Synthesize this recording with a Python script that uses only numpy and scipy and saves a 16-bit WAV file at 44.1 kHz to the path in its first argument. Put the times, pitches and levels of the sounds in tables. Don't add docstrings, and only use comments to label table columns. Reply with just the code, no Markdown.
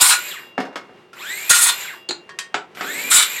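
import sys
import numpy as np
from scipy import signal
from scipy.fft import rfft, irfft, next_fast_len
from scipy.io import wavfile
from scipy.ndimage import uniform_filter1d, map_coordinates

SR = 44100
rng = np.random.default_rng(int(sys.argv[2]) if len(sys.argv) > 2 else 0)


def master_out(mix):
    frames = np.transpose(np.atleast_2d(mix))
    ceiling = np.clip(frames, -1, 1)
    pcm = np.round(ceiling * 32767).astype(np.int16)
    wavfile.write(sys.argv[1], SR, pcm)


def to_linear_factor(level_db):
    exponent = np.asarray(level_db, float) / 20
    return 10 ** exponent


N = 149940
T = np.arange(N) / SR

# frequency in Hz, level in dB per Hz.
FLOOR_SPECTRUM = [(18, -80.5), (30, -39), (182, -11), (299, -18), (359, -5), (532, -14.5), (2830, -25),
                  (3230, -28.5), (15500, -56.5)]
# frequency in Hz, gain in dB.
FLOOR_SIDE_GAIN = [(40, -10), (150, -15), (1000, -17)]
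# frequency in Hz, 60 dB decay time in seconds.
ROOM_DECAY = [(200, 0.37), (2000, 0.24), (10000, .15)]
# frequency in Hz, side level under mid in dB.
ROOM_SIDE_GAIN = [(60, -10), (180, -20), (550, -29), (1650, -34), (3000, -31), (4970, -24), (15000, -19)]
FLOOR_DB, WET_DB = -49.5, -7

# start in seconds, length in seconds, level in dB, centre in Hz.
RUBS = [
    (0.625, 0.13, -40, 520),
    (2.825, 0.033, -33.5, 1300),
    (2.826, 0.43, -40.5, 265.5),
]

# start in seconds, peak level in dB, brightness in dB an octave.
STICK_HITS = [
    (.579, -8.5, -2),
    (.602, -20, 3),
    (.651, -30, 2.5),
    (.728, -34.5, -0.3),
    (.757, -16.5, 2),
    (.892, -32, -4),
]
TIN_HITS = [
    (2.089, -17, 1.85),
    (2.095, -19.5, -3),
    (2.108, -14.5, -1.5),
]
TWIG_HITS = [
    (2.292, -30, -5.5),
    (2.307, -26, -9),
    (2.388, -18, 0.9),
]
BENCH_HITS = [
    (2.543, -7.5, 0.13),
    (2.771, -25, 0.08),
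    (2.809, -13.5, 0.1),
]
TRIGGER_HITS = [
    (1.131, -30, 0.11),
    (1.803, -32, .1),
    (2.749, -30, 1.58),
]
# frequency in Hz, level in dB, 60 dB decay time in seconds (at most 0.21
# s are used).
STICK_MODES = [(361, -4, 0.094), (736, 3, 0.11), (2160, -8.5, 0.24), (4124, -21, 0.097),
               (5170, -16.5, 0.094), (5373, -25, 0.23)]
TIN_MODES = [(350.5, -8, 0.17), (1680, -23.5, 0.16), (3830, -12.5, .12), (4194, -7.5, 0.15),
             (4150, -13, 0.13), (7000, -14, .11), (9150, -28, 0.05)]
TWIG_MODES = [(1100, -4.5, 0.19), (1675, -6.5, 0.15), (1846, -4, 0.23), (3180, -4, 0.26), (4600, -7, 0.29),
              (6000, -6, 0.15), (8530, -15, 0.22)]
BENCH_MODES = [(413, -12, 0.26), (716, 3, 0.12), (1130, -6, 0.12), (1340, 0, 0.14), (1450, -8, 0.12),
               (2089, -29, .18), (2900, -26, .16), (5700, -24, .07), (7100, -20, .19), (7930, -16, 0.14)]
TRIGGER_MODES = [(1384, 0.4, .3)]
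# frequency in Hz, level in dB per Hz.
STICK_CRACK = [(88, -47.5), (150, 1), (1700, -4), (2410, -13.5), (5330, -23.5), (15500, -53.5)]
TIN_CRACK = [(100, -21), (383, -11), (3050, -13), (4220, 0), (5610, -24.5), (7160, -10), (15500, -55.5)]
TWIG_CRACK = [(100, -46), (500, -20.5), (1500, -5), (8080, -9.5), (15500, -39)]
BENCH_CRACK = [(88, -38), (150, 1), (450, -3.5), (1200, -3.5), (2810, -9), (7410, -25), (15500, -69)]
TRIGGER_CRACK = [(100, -38), (1420, -3), (3600, -9.5), (12800, -27.5), (15500, -48)]

# time in seconds, bite level in dB, brightness in dB.
CUTS = [
    [(0, -29.5, -16), (.013, -13, 5.5), (.04, -16.5, 3), (.075, -18, 5), (.105, -12.5, -1),
     (.135, -15, -2.5), (.175, -34, -3.5)],
    [(1.492, -36, 11), (1.499, -11, 2), (1.54, -16, -1.5), (1.6, -20, 2.5), (1.625, -18.5, 8.5),
     (1.655, -22.5, 5.5), (1.695, -16, -2.5), (1.735, -37.5, -11)],
    [(3.1, -33.5, 11), (3.118, -13, 0.5), (3.15, -13, 4), (3.175, -13, 1), (3.23, -19, -1),
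     (3.27, -32, -10)],
]
# frequency in Hz, level in dB per Hz.
CHIP_SPECTRUM = [(180, -62.5), (300, -35.5), (1100, -4), (1680, -8), (3980, -2), (5830, -3.5), (8540, 9),
                 (15800, -10.5)]
# frequency in Hz, width in Hz, level in dB.
BLADE_MODES = [
    [(1014, 60, -19), (1454, 22, 3.5), (2251, 30, -10), (4110, 27, 0), (5420, 29, -9.5), (6210, 93, -8),
     (7040, 25, 2), (7270, 48, -3.5), (7600, 85, -4.5), (8240, 33, -6), (8600, 66, -8.5), (8840, 54, -3.5),
     (9430, 100, -6.5)],
    [(1422, 37, -3), (1886, 47, -1), (3560, 26, -5.5), (4190, 51, -2.5), (5450, 21, -15), (6200, 70, -2.5),
     (6700, 130, -6.5), (7000, 36, 1), (7600, 41, -2.5), (8210, 40, -2), (8650, 75, -4), (8700, 58, 3),
     (9950, 37, -6)],
    [(1430, 160, -5), (2283, 64, -1), (2760, 36, -10), (3080, 27, -2), (3496, 15, -3.5), (3840, 210, 0),
     (5980, 51, -17), (7280, 97, 5.5), (7780, 92, -1), (7750, 53, 2.5), (8050, 120, -3.5),
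     (8700, 190, -1.5), (10100, 49, -6.5)],
]
# frequency in Hz, level in dB, 60 dB decay time in seconds,
# swell in dB as the blade stops.
AFTER_RING = [(2729, 0, .7, 3), (2785, 4, 2.4, 2), (2896, -2, .8, 5), (4915, -7, .9, 11), (2213, -7, .8, 0),
              (1840, -10, 1.5, 2), (1061, -9, 1.2, 0), (3350, -14, 1.2, 5), (3838, -12, 1, 4),
              (3558, -9, .4, 0), (7630, -12, .6, 4)]
RING_EACH_DB = [-37, -39, -43]
SPLIT_HZ, BLADE_DB = 5250, 12.5
TOOTH_JITTER, TOOTH_SHARE = .35, .33
STOPS_S, SWELL_S = .2, .06

# pulled in seconds, released in seconds, motor level in dB.
PULLS = [
    (-.4, 0.279, -29.5),
    (1.144, 1.805, -29),
    (2.756, 3.36, -27),
]
# multiple of mesh rate, driven level in dB, braking level in dB.
MESH_LINES = [(1, -4, -12.5), (2, -8, -7), (3, -10.5, -11), (4, -6, -18), (5.5, -28, -20)]
# frequency in Hz, gain in dB.
GEARBOX_GAIN = [(500, -16), (1400, 0.5), (2300, 3), (3400, -1), (4700, -13), (5800, -17), (7000, -3.5),
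                (9500, -10), (14000, -5.5)]
# frequency in Hz, level in dB per Hz.
HOUSING_SPECTRUM = [(150, -53), (250, -20), (1740, -10.5), (3500, -11.5), (5570, -20), (7300, -31.5),
                    (10800, -24.5), (13300, -12), (15800, -42)]
# frequency in Hz, width in Hz, level in dB.
WHINE_MODES = [(1530, 130, -6), (2220, 390, 6), (4000, 323, 1), (7360, 380, 7), (12600, 660, -10)]
MESH_HZ, SPINUP_S, BRAKE_S = 2607, .125, .112
LOAD_SAG, RECOVER_S, DRAG_HZ = .07, .15, 328.5
MESH_PER_TURN, PINION_TEETH, BLADE_TEETH = 42, 5.6, 19
IDLE_TORQUE, BRAKING_TORQUE = .3, 1.6
LOUDER_POWER, BRAKE_DB = .78, 1.5
SIDEBAND_DB, TURN_DEPTH, WANDER, ROUGH_RAD = -10.5, .9, .0048, .42


def unit(x):
    return x / np.sqrt(np.mean(x ** 2) + 1e-20)


def along(points, hz):
    f, v = np.transpose(points)
    return np.interp(np.log(hz + 1), np.log(f + 1), v)


def wobble(rate):
    return map_coordinates(rng.standard_normal(int(N * rate / SR) + 4), [T * rate])


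def filtered(x, response):
    m = next_fast_len(x.shape[-1] + 2 * SR)
    spectrum = rfft(x, m) * response(np.fft.rfftfreq(m, 1 / SR))
    return irfft(spectrum, m)[..., :x.shape[-1]]


def colour(points):
    return lambda hz: to_linear_factor(along(points, hz))


def resonances(rows):
    def response(f):
        total = 0
        for k, (centre, width, db) in enumerate(rows):
            damping = 1j * f * width
            total = total + (-1) ** k * to_linear_factor(db) * damping / (centre * centre - f * f + damping)
        return total
    return response


def patchy(x, depth_db):
    z = signal.stft(x, nperseg=256)[2]
    field = uniform_filter1d(rng.standard_normal(z.shape), size=3, axis=0)
    field = uniform_filter1d(field, size=6, axis=1)
    return signal.istft(z * to_linear_factor(depth_db * unit(field)), nperseg=256)[1][:N]


def floor_noise():
    noise = filtered(rng.standard_normal((2, N)) * to_linear_factor(1.7 * wobble(12)), colour(FLOOR_SPECTRUM))
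    return noise * to_linear_factor(FLOOR_DB) / np.std(noise[0])


def workshop(x):
    hz, t, z = signal.stft(rng.standard_normal((2, SR // 2)), SR, nperseg=256)
    decay = to_linear_factor(-60 * t / along(ROOM_DECAY, hz)[:, None])
    tail = signal.istft(z * decay, SR, nperseg=256)[1]
    delayed = np.pad(x, (250, 0))[None]
    return signal.fftconvolve(delayed, tail / np.linalg.norm(tail[0]), axes=1)[:, :N]


def rubs():
    out = 0
    for s, length, db, hz in RUBS:
        shape = np.clip(np.minimum((T - s) / 0.0047, (s + length - T) / (.4 * length)), 0, 1)
        dull = lambda f: resonances([(hz, 1.6 * hz, 0)])(f) ** 2 / (1 + (f / 4500) ** 2)
        scrape = unit(filtered(rng.standard_normal(N), dull))
        out = out + shape * to_linear_factor(db + 3 * wobble(90)) * scrape
    return out


def knock(hits, modes, crack, ring_db, crack_s, crack_db):
    out, t = np.zeros(N + SR), T[:SR // 2]
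    for s, db, tilt_db in hits:
        tilt = lambda f: to_linear_factor(tilt_db * np.log2((f + 1) / 1500))
        contact = lambda f: colour(crack)(f) * tilt(f)
        ring = 0
        for hz, mode_db, t60 in modes:
            envelope = to_linear_factor(mode_db + 2.8 * wobble(60)[:len(t)] - 60 * t / min(t60, .21))
            ring = ring + envelope * tilt(hz) * np.sin(2 * np.pi * hz * t)
        burst = unit(filtered(rng.standard_normal(len(t)), contact)) * to_linear_factor(crack_db - 60 * t / crack_s)
        tick = unit(filtered(rng.standard_normal(len(t)), lambda f: contact(f) ** 1.8))
        tick = tick * to_linear_factor(-13.0 - 60 * t / 0.0072)
        onset = 1 - np.exp(-t * SR / 10)
        out[round(s * SR):][:len(t)] += to_linear_factor(db) * (to_linear_factor(ring_db) * ring + burst + tick) * onset
    return out[:N]


def offcuts_and_trigger():
    stick = knock(STICK_HITS, STICK_MODES, STICK_CRACK, ring_db=-17, crack_s=.11, crack_db=-5.5)
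    tin = knock(TIN_HITS, TIN_MODES, TIN_CRACK, ring_db=-5, crack_s=.041, crack_db=-2.16)
    twig = knock(TWIG_HITS, TWIG_MODES, TWIG_CRACK, ring_db=-12, crack_s=.063, crack_db=-2.5)
    bench = knock(BENCH_HITS, BENCH_MODES, BENCH_CRACK, ring_db=-19, crack_s=.096, crack_db=-7)
    trigger = knock(TRIGGER_HITS, TRIGGER_MODES, TRIGGER_CRACK, ring_db=-14, crack_s=.19, crack_db=-11.5)
    return stick + tin + twig + bench + trigger


def after_ring():
    out = 0
    for rows, (on, off, _), cut_db in zip(CUTS, PULLS, RING_EACH_DB):
        t = np.clip(T - rows[-2][0], 0, None)
        stop = np.exp(-((T - off - STOPS_S) / SWELL_S) ** 2)
        for hz, db, t60, swell_db in AFTER_RING:
            envelope = to_linear_factor(cut_db + db + swell_db * stop + 2 * wobble(16) - 60 * t / t60)
            out = out + envelope * np.sin(2 * np.pi * hz * t)
    return out


def bite(cuts):
    low, high = np.zeros(N), np.zeros(N)
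    for rows in cuts:
        s, db, bright_db = np.transpose(rows)
        inside = np.clip(np.minimum(T - s[0] + 0.001, s[-1] - T) / 0.0035, 0, 1)
        low += inside * to_linear_factor(np.interp(T, s, db))
        high += inside * to_linear_factor(np.interp(T, s, db + bright_db))
    return low, high


def drive():
    hz, gain, torque = np.zeros(N), np.zeros(N), np.zeros(N)
    keep = np.exp(-1 / (RECOVER_S * SR))
    load = signal.lfilter([1 - keep], [1, -keep], bite(CUTS)[0])
    for on, off, db in PULLS:
        released = T > off
        up = MESH_HZ * (1 - np.exp(-np.clip(np.minimum(T, off) - on, 0, None) / SPINUP_S))
        slowing = np.exp(-np.clip(T - off, 0, None) / BRAKE_S)
        speed = np.clip((up + DRAG_HZ) * slowing - DRAG_HZ, 0, None)
        hz += speed
        gain += to_linear_factor(db + BRAKE_DB * released) * (speed / MESH_HZ) ** np.where(released, .9, LOUDER_POWER)
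        driving = np.clip(IDLE_TORQUE + 5 * (1 - up / MESH_HZ), 0, 1.2)
        torque += (speed > 0) * np.where(released, BRAKING_TORQUE, driving)
    return hz * (1 - LOAD_SAG * load / load.max()), gain, torque


def tooth_force():
    teeth = np.cumsum(drive()[0]) / SR * BLADE_TEETH / MESH_PER_TURN
    at = np.flatnonzero(np.diff(np.floor(teeth + TOOTH_JITTER * wobble(900))) > 0)
    strikes = np.zeros(N)
    strikes[at] = to_linear_factor(2.7 * rng.standard_normal(len(at)))
    gate = np.convolve(strikes, to_linear_factor(-60 * T[:200] / 0.0017))[:N]
    gated = TOOTH_SHARE * unit(gate) + 1 - TOOTH_SHARE
    return rng.standard_normal(N) * gated * to_linear_factor(2.01 * wobble(70))


def cutting():
    force, chips = tooth_force(), colour(CHIP_SPECTRUM)
    grid = np.fft.rfftfreq(SR // 4, 1 / SR)
    low_band = lambda f: 1 / (1 + (f / SPLIT_HZ) ** 6)
    high_band = lambda f: 1 - low_band(f)
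    out = 0
    for rows, modes in zip(CUTS, BLADE_MODES):
        blade = resonances(modes)
        for gain, band in zip(bite([rows]), (low_band, high_band)):
            body = lambda f: band(f) * chips(f) * (1 + to_linear_factor(BLADE_DB) * blade(f) / (0.26 + chips(f)))
            level = np.linalg.norm(body(grid)) / np.sqrt(len(grid))
            out = out + filtered(gain * force, body) / level
    return to_linear_factor(-2.5) * patchy(out, depth_db=2.5) + after_ring()


def gear_mesh(turn, torque):
    lines = 0
    for k, db, brake_db in MESH_LINES:
        level = np.where(torque >= BRAKING_TORQUE, brake_db, db) + 4 * wobble(70)
        lines = lines + to_linear_factor(level) * np.sin(k * turn + ROUGH_RAD * k * wobble(300))
    return lines * (1 + to_linear_factor(SIDEBAND_DB) * 2 * np.cos(turn / PINION_TEETH))


def brush_noise(turn, speed):
    hiss = rng.standard_normal((3, N)) * to_linear_factor(1.2 * np.array([wobble(30), wobble(27), wobble(30)]))
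    throb = np.exp(TURN_DEPTH * 2 * np.cos(turn / MESH_PER_TURN))
    top = resonances(WHINE_MODES[-1:])
    broad = unit(filtered(hiss[0], colour(HOUSING_SPECTRUM)))
    peaky = unit(filtered(hiss[1], resonances(WHINE_MODES[:-1])))
    chirp = unit(filtered(hiss[2] * throb, lambda f: top(f) ** 2))
    return to_linear_factor(-8.0) * broad + to_linear_factor(-5.0) * peaky * speed ** .5 + to_linear_factor(-11) * chirp * speed ** 2


def motor():
    hz, gain, torque = drive()
    turn = 2 * np.pi * np.cumsum(hz * (1 + WANDER * wobble(60))) / SR
    ring = resonances(WHINE_MODES[:-1])
    case = lambda f: colour(GEARBOX_GAIN)(f) * (1 + ring(f))
    tones = filtered(gain * torque * gear_mesh(turn, torque), case)
    return gain * brush_noise(turn, hz / MESH_HZ) + tones


def scene():
    bass_cut = lambda f: (1j * f / (150 + 1j * f)) ** 3
    dry = filtered(motor() + cutting() + offcuts_and_trigger() + rubs(), bass_cut)
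    wet, ambient = workshop(dry), floor_noise()
    mid = dry + to_linear_factor(WET_DB) * wet[0] + ambient[0]
    side = filtered(wet[1], colour(ROOM_SIDE_GAIN)) + filtered(ambient[1], colour(FLOOR_SIDE_GAIN))
    return np.array([mid + side, mid - side])


def low_pass(x):
    return signal.sosfilt(signal.butter(12, 15900, fs=SR, output="sos"), x)


def record(dry):
    ceiling = .8
    limited = dry / (1 + np.abs(dry / ceiling) ** 10) ** (1 / 10)
    mix = filtered(limited, lambda f: (f < 15900) * 1j * f / (60 + 1j * f))
    return low_pass(mix)


dry = scene()
out = record(dry)
master_out(out)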